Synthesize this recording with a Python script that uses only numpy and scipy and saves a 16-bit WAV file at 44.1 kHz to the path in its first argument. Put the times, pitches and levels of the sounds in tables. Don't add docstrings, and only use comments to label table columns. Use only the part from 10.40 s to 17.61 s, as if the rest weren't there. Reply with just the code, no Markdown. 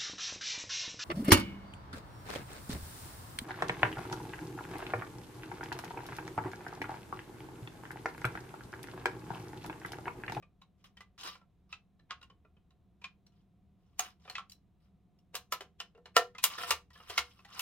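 import sys
import numpy as np
from scipy import signal
from scipy.fft import rfft, irfft, next_fast_len
from scipy.io import wavfile
from scipy.ndimage import uniform_filter1d

SR = 44100
rng = np.random.default_rng(int(sys.argv[2]) if len(sys.argv) > 2 else 0)


def bounce(signal):
    frames = np.transpose(np.atleast_2d(signal))
    limited = np.clip(frames, -1, 1)
    pcm = np.round(limited * 32767).astype(np.int16)
    wavfile.write(sys.argv[1], SR, pcm)


N = 317942

BANDS_HZ = [500, 1300, 3200, 7000, 12500]


def undb(db):
    return 10 ** (np.asarray(db) / 20)


def unit(x):
    return x / np.sqrt(np.sum(x ** 2, axis=-1, keepdims=True))


def colour(points, size):
    hz, db = np.transpose(points)
    f = np.maximum(np.fft.rfftfreq(size, 1 / SR), 1)
    gain = undb(np.interp(np.log(f), np.log(hz), db))
    cepstrum = irfft(np.log(gain), size)
    cepstrum[1:size // 2] *= 2
    cepstrum[size // 2 + 1:] = 0
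    return np.exp(rfft(cepstrum))


def tinted(x, points):
    size = 2 * next_fast_len(N // 2 + 1, True)
    filtered = irfft(rfft(x, size) * colour(points, size), size)[..., :N]
    return unit(filtered) * np.sqrt(N)


def walk(rate_hz):
    hold = int(SR / rate_hz)
    steps = 4 * rng.random(N // hold + 1) - 2
    return uniform_filter1d(np.repeat(steps, hold), hold)[:N]


def fading(t60, size, channels):
    decay = 1000 ** (-np.arange(size) / SR / t60)
    return unit(rng.standard_normal((channels, size)) * decay)


def mode(hz, t60, size, tear_s):
    f = np.fft.rfftfreq(size, 1 / SR)
    bandwidth = np.log(1000) / (np.pi * t60)
    delay = np.exp(-2j * np.pi * f * tear_s * rng.uniform())
    return delay * 1j * bandwidth * f / (hz ** 2 - f ** 2 + 1j * bandwidth * f)


def background(rumble_db=-68.5, side_db=-10, waver_db=3, drift=0.012, hiss_db=-99):
    # (frequency [Hz], relative spectral density [dB])
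    rumble_colour = [(12, -45.5), (20, -10), (70, -0.5), (134, -10), (177, 0.5), (228, -13), (377, -17.5),
                     (624, -27.5), (718, -16), (802, -31.5), (1060, -28.5), (1570, -37.5), (3950, -40.5),
                     (4420, -47.5), (16000, -56)]
    # (frequency [Hz], level [dB])
    hum_lines = [(74.5, -73.5), (113, -75.5), (168, -84), (193.5, -73.5), (710, -102)]
    side = tinted(rng.standard_normal(N), rumble_colour) * undb(side_db) * np.array([[1], [-1]])
    mid = tinted(rng.standard_normal(N), rumble_colour)
    hum = 0
    for hz, db in hum_lines:
        gain = undb(db + waver_db * walk(6.5))
        phase = 2 * np.pi * np.cumsum(hz * (1 + drift * walk(7.9))) / SR
        hum = hum + gain * np.sin(phase)
    return undb(rumble_db) * (mid + side) + hum + undb(hiss_db) * rng.standard_normal((2, N))


def bumps():
    # (time [s], peak level [dB], frequency [Hz], rise time [s])
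    knocks = [(6.307, -54.5, 78, 0.024), (6.691, -55, 81, 0.012), (6.785, -52.5, 69.7, 0.018)]
    out = 0
    for start, db, hz, rise_s in knocks:
        age = np.maximum(np.arange(N) / SR - start, 0)
        envelope = age / rise_s * np.exp(1 - age / rise_s)
        out = out + undb(db) * envelope * np.sin(2 * np.pi * hz * age)
    return out


def blades():
    # (time [s], level [dB])
    closings = [(3.595, -50), (4.955, -50), (5.122, -40.5)]
    # (frequency [Hz], t60 [s], relative level [dB])
    steel_modes = [(5900, .05, -5), (7100, .04, -14.5), (12680, .06, 5), (13220, .05, -3)]
    out = 0
    for start, db in closings:
        age = np.maximum(np.arange(N) / SR - start, 0)
        for hz, t60, mode_db in steel_modes:
            decay_db = -60 * np.minimum(age / t60, 3)
            out = out + undb(db + mode_db + decay_db) * np.sin(2 * np.pi * hz * age)
    return out


def tray_modes(rim, size, tear_s=0, scatter_db=2, detune=0.0021, grip=0.11):
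    # (frequency [Hz], t60 [s], level when the wall flexes [dB], level when the rim lets go [dB])
    resonances = [(386.3, 0.45, -6.5, 5.5), (487, 0.27, -1.5, 19.5), (698.5, 0.15, -10.5, 21),
                  (739, 0.13, 7, -14), (1008.2, 0.061, 6, 11.5), (1060.5, 0.18, 4, 6),
                  (1174.5, 0.11, 9.5, -3.5), (1278, 0.16, 1, -11.5), (1367, 0.066, 5.5, 18.5),
                  (1820, .08, -11, 17.5), (1954, 0.019, -15.5, 9), (2380, 0.28, -8.5, -14),
                  (2714, 0.21, 2.5, 0), (2933, 0.046, 4, 11.5), (3190, 0.05, -3, -5), (3880, 0.073, -1, 8),
                  (4830, 0.063, -2, 1), (5170, 0.01, 2.5, 8.5), (6100, 0.2, 1.5, 4), (9100, .07, 4, 3.5),
                  (13800, 0.015, 6, -3.5), (14200, 0.023, 8.5, 1)]
    chances = rng.standard_normal((len(resonances), 2))
    response = 0
    for (hz, t60, wall_db, rim_db), (level_chance, pitch_chance) in zip(resonances, chances):
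        db = wall_db + rim * (rim_db - wall_db) + scatter_db * level_chance * (1 - rim / 2)
        shifted_hz = hz * (1 + detune * pitch_chance * (1 - rim))
        response = response + undb(db) * mode(shifted_hz, t60 / (1 + grip * rim), size, tear_s)
    return response


def stroke(start, length, db, swell_db, attack_s=0.0027, release_s=0.021):
    age = np.arange(N) / SR - start
    pressure = undb(db + swell_db * (np.clip(age / length, 0, 1) - 1))
    attack = np.clip(1 + age / attack_s, 0, 1)
    release = np.exp(-np.maximum(age - length, 0) / release_s)
    return pressure * attack * release


def crinkle(x, flicker_db=4, rate_hz=110, lowest_hz=400, bands=12):
    size = next_fast_len(N, True)
    f = np.maximum(np.fft.rfftfreq(size, 1 / SR), 1)
    half_octaves = np.clip(2 * np.log2(f / lowest_hz), 0, bands - 1)
    spectrum = rfft(x, size)
    out = 0
    for k in range(bands):
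        band = irfft(spectrum * np.maximum(1 - np.abs(half_octaves - k), 0), size)[:, :N]
        out = out + band * undb(flicker_db * walk(rate_hz))
    return unit(out) * np.sqrt(N)


def sliding(grain_db=3, body_db=-0.5, hiss_db=-4.5, modes_db=2, stereo_spread=0.93):
    # (time [s], duration [s], final level [dB], swell [dB], relative treble [dB])
    slides = [(0.382, .04, -79, 5, -18), (.443, 0.0077, -59, -5, -11), (0.78, 0.036, -47, 9.5, -23),
              (0.833, 0.046, -41.5, 3.5, -12.5), (0.898, 0.045, -59, 11, -20), (1.1, 0.29, -98, 0, -22),
              (1.293, .025, -71.5, -2, -12), (2.92, 0.091, -84.5, -2, -14), (3.39, 0.27, -80, 9.5, -19),
              (3.624, 0.044, -50.5, -4.5, -12), (3.798, .13, -59.5, 18.5, -15),
              (4.403, 0.053, -78, 7.5, -9), (6.102, 0.069, -49, -4, -17), (6.18, .06, -40.5, 4, -5.5),
              (6.27, 0.025, -41, 8, 2), (6.533, 0.16, -62, -0.5, -9), (6.674, 0.02, -50, 20, -1),
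              (6.71, 0.085, -52.5, 0, -9), (6.852, .18, -72.5, -9, -5.5), (7.078, 0.13, -43, 21, -14)]
    # (frequency [Hz], relative level [dB])
    scrape_colour = [(100, -42), (300, -6), (700, -5), (1100, 2.5), (2000, 1), (3200, 3.5), (5000, -1.5),
                     (7000, -3), (16000, -24)]
    body_gain, hiss_gain = 0, 0
    for start, length, db, swell_db, treble_db in slides:
        gain = stroke(start, length, db, swell_db)
        body_gain = body_gain + gain
        hiss_gain = hiss_gain + gain * undb(treble_db)
    slips = rng.standard_normal(N) + stereo_spread * rng.standard_normal((2, N))
    slips *= undb(grain_db * walk(1500))
    resonating = irfft(rfft(slips) * (1 + undb(modes_db) * tray_modes(0, N)), N)
    body = crinkle(tinted(resonating, scrape_colour))
    hiss = tinted(slips, [(2000, -35.5), (7000, 14.0), (14000, -1.0), (18000, -7.5)])
    return undb(body_db) * body_gain * body + undb(hiss_db) * hiss_gain * hiss


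def ticks(contact_s=0.0047, rim=0.15, ring_db=15):
    # (time [s], level [dB], tilt [dB/octave], lower patch mode [Hz], upper patch mode [Hz])
    touches = [(.0254, -30, -4.5, 1175, 2473), (.216, -28, -1, 1080, 3890), (0.5703, -25, 0, 1890, 3090),
               (.606, -19.5, -0.5, 1180, 2010), (0.952, -26.5, -3, 1034, 1390),
               (1.0138, -40.5, -7, 1023, 1350), (1.5943, -39.5, -3.5, 1760, 4040),
               (1.8137, -29, -1.5, 1440, 3900), (1.828, -24, 0, 1074, 2830), (1.8994, -32, -5, 1086, 3010),
               (2.0485, -44.5, -11, 1360, 2480), (2.167, -46, -6.5, 2550, 3080),
               (2.306, -40.5, 0, 1058, 3900), (2.6164, -29, -2, 950, 2460), (2.865, -36, 3.5, 4170, 5620),
               (3.8509, -31.5, -6.5, 743, 3650), (3.8772, -25.5, -6, 1244, 2440),
               (3.991, -24.5, -3, 775, 1160), (4.0972, -28, 7.5, 4620, 7171),
               (4.1177, -26.5, 8.5, 4050, 5550), (4.788, -46.5, 5.5, 2890, 5400),
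               (5.9494, -22.5, -3.5, 1255, 2070), (6.504, -30, 0.5, 1013, 1900),
               (6.5554, -29, -4.5, 1060, 1730), (6.601, -30, -7.5, 1267, 2860),
               (6.9907, -31.5, -2.5, 1073, 2606), (7.049, -22.5, 0.5, 810, 1930)]
    touch_db = [-5.5, -1.5, 0, -10, -22]
    octaves = np.log2(np.array(BANDS_HZ) / BANDS_HZ[2])
    return [(start, db, np.array(touch_db) + tilt * octaves, contact_s, rim, ring_db, pitches)
            for start, db, tilt, *pitches in touches]


def cracks():
    # (time [s], level [dB], relative bass [dB], relative treble [dB],
    # tearing time [s], rim share [0-1], patch ring [dB], lower patch mode [Hz], upper patch mode [Hz])
    breaks = [(1.3277, -8.5, -20.5, -40, 0.00099, 0, 14, 1290, 2630),
              (1.7082, -3.5, -12, -43.5, 0.00071, .1, 15, 1085, 1247),
              (2.642, -6.5, -23, -42, .0025, 0.07, 14, 1078, 2438),
              (3.5932, 0.5, -6, -8, 0.0022, 0, 16, 743, 6490),
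              (3.8987, -14, -4, -15, 0.00088, 0.3, 15.5, 745, 4300),
              (3.954, -2, -27.5, -46, .0016, 0.1, 9, 1940, 2600),
              (3.9814, -9, -13, -35, 0.0021, 0, 19, 1091, 1336),
              (4.944, -16, 11, -20, 0.0011, 0.2, 5, 934, 2700),
              (4.9528, -1.5, -14.5, -9.5, 0.0018, 0, 5, 1071, 2820),
              (5.1236, 2, -5, -15.5, 0.0015, 0.24, 10.5, 1002, 1282),
              (5.2076, -13.5, 9, -19, .005, 0.04, 9.5, 404.4, 3040),
              (5.4018, -6.5, -11.5, -23.5, 0.0022, 0.65, 9, 2773, 3004),
              (5.5497, -39.5, 20.5, -31.5, 0.0048, 0.25, 14.5, 469, 2770),
              (5.576, -44.5, 29, -15.5, 0.0053, 0.74, 2, 494, 2880),
              (5.657, -20, 5, -28, 0.0049, 0.02, 9.5, 2910, 4120),
              (5.7656, 12, -1, -14, .0017, 1, 9.5, 454, 736),
              (5.9829, -10, -17.5, -25, 0.003, 0.3, 11.5, 1020, 2500),
              (6.0397, 9.5, -12.5, -1, 0.0018, 0.2, 6.5, 2880, 7200),
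              (6.1824, -14.5, 6.5, -26, 0.0042, 0.8, 13.5, 1357, 3550),
              (6.2323, -10.5, -0.5, -19, 0.0043, 1, 12, 1374, 3120),
              (6.3071, 9, -8.5, -12, 0.0054, 0.48, 7, 1166, 2784),
              (6.6984, -8, 4, -18, 0.0055, 0.03, 3.5, 3220, 4160),
              (6.7777, 9, -10, -19, 0.0051, 0.44, 10.5, 1044, 2143),
              (7.1935, -4, -22, -3, .0015, 0.53, 7.5, 2670, 2710)]
    blows = []
    for start, db, bass_db, treble_db, tear_s, rim, ring_db, *pitches in breaks:
        band_db = (bass_db, 1 + 0.35 * bass_db, 0, 0.4 * treble_db, treble_db)
        blows.append((start, db, band_db, tear_s, rim, ring_db, pitches))
    return blows


def fracture(tear_s, size, grain=2.4, lead_in_db=-17, lead_in_s=0.004, slow_tear_s=0.001,
             crack_db=-4, sheet_db=-2, sheet_t60=0.092):
    t = np.fft.fftfreq(size) * size / SR
    lead_in_gain = min(tear_s / slow_tear_s, 1) * undb(lead_in_db)
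    lead_in = lead_in_gain * np.exp(-np.abs(t) / lead_in_s)
    envelope = np.where(t < 0, lead_in, np.exp(-np.abs(t) / tear_s))
    noise = rng.standard_normal((3, size))
    roughness = np.exp(grain * (4 * rng.random(size) - 2))
    crack = rfft(noise * roughness * envelope)
    crack /= np.sqrt(uniform_filter1d(np.abs(crack) ** 2, size=250))
    sheet = rfft(fading(sheet_t60 + 2 * tear_s, size, channels=3))
    burst = undb(crack_db) * crack + undb(sheet_db) * sheet
    incoherent = 0.69 * np.minimum(np.fft.rfftfreq(size, 1 / SR) / 6000, 1) ** 2
    return np.sqrt(1 - incoherent) * burst[0] + np.sqrt(incoherent) * burst[1:]


def cutting(size=10240, patch_t60_at_1khz=0.081, patch_db=4):
    lead = size // 10
    out = np.zeros((2, N + size))
    for start, db, band_db, tear_s, rim, ring_db, pitches in cracks() + ticks():
        low, mid, *_, top = band_db
        skirts = [(60, low - 30), (250, low - 15), (370, low - 2), (950, mid - 1), (16000, top - 1)]
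        radiation = colour(sorted(list(zip(BANDS_HZ, band_db)) + skirts), size)
        patch = sum(mode(hz, patch_t60_at_1khz * (1000 / hz) ** 0.81, size, tear_s) for hz in pitches)
        rings = undb(ring_db + patch_db) * patch + tray_modes(rim, size, tear_s)
        blow = irfft((fracture(tear_s, size) + rings) * radiation, size)
        first = int(start * SR)
        out[:, first:first + size] += undb(db) * np.roll(blow, lead, axis=1)
    return out[:, lead:lead + N]


def room(x, lag_s=0.000075, echo_s=0.0112, echo_db=-12, tail_db=-8, tail_t60=0.17, size=22050):
    f = np.fft.rfftfreq(size, 1 / SR)
    right_lag_s = lag_s / np.hypot(1, f / 16000)
    direct = np.exp(-2j * np.pi * f * right_lag_s * np.array([[0], [1]]))
    echo = undb(echo_db) * np.exp(-2j * np.pi * f * echo_s)
    build_up = np.clip(np.arange(size) / SR / 0.011, 0, 1) ** 2
    mid, side = rfft(unit(fading(tail_t60, size, channels=2) * build_up))
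    coherence = 1 / (1 + (f / 2600) ** 2)
    tail = (np.sqrt(1 + coherence) * mid + np.sqrt(1 - coherence) * side * np.array([[1], [-1]]))
    tail *= undb(tail_db) / np.sqrt(2)
    tail *= colour([(400, 1.0), (4000, -3.5), (9000, -10.5), (16000, -9.5)], size)
    lead = size // 10
    response = np.roll(irfft(direct + echo + tail, size), lead, axis=1)
    return signal.fftconvolve(x, response, axes=1)[:, lead:lead + N]


def scene(cut_db=-1):
    return room(undb(cut_db) * cutting() + sliding() + blades()) + bumps() + background()


def record(dry, cutoff_hz=16100):
    tilt = colour([(100, 0), (700, -0.4), (1300, -0.7), (2400, 0.3),
                   (4400, 0.5), (8000, -0.2), (13000, 0.6)], N)
    channels = irfft(rfft(dry) * np.abs(tilt) ** np.array([[1], [-1]]), N)
    low_pass = signal.ellip(10, 0.2, 70, cutoff_hz, fs=SR, output="sos")
    return signal.sosfilt(low_pass, channels)


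dry = scene()
out = record(dry)
bounce(out)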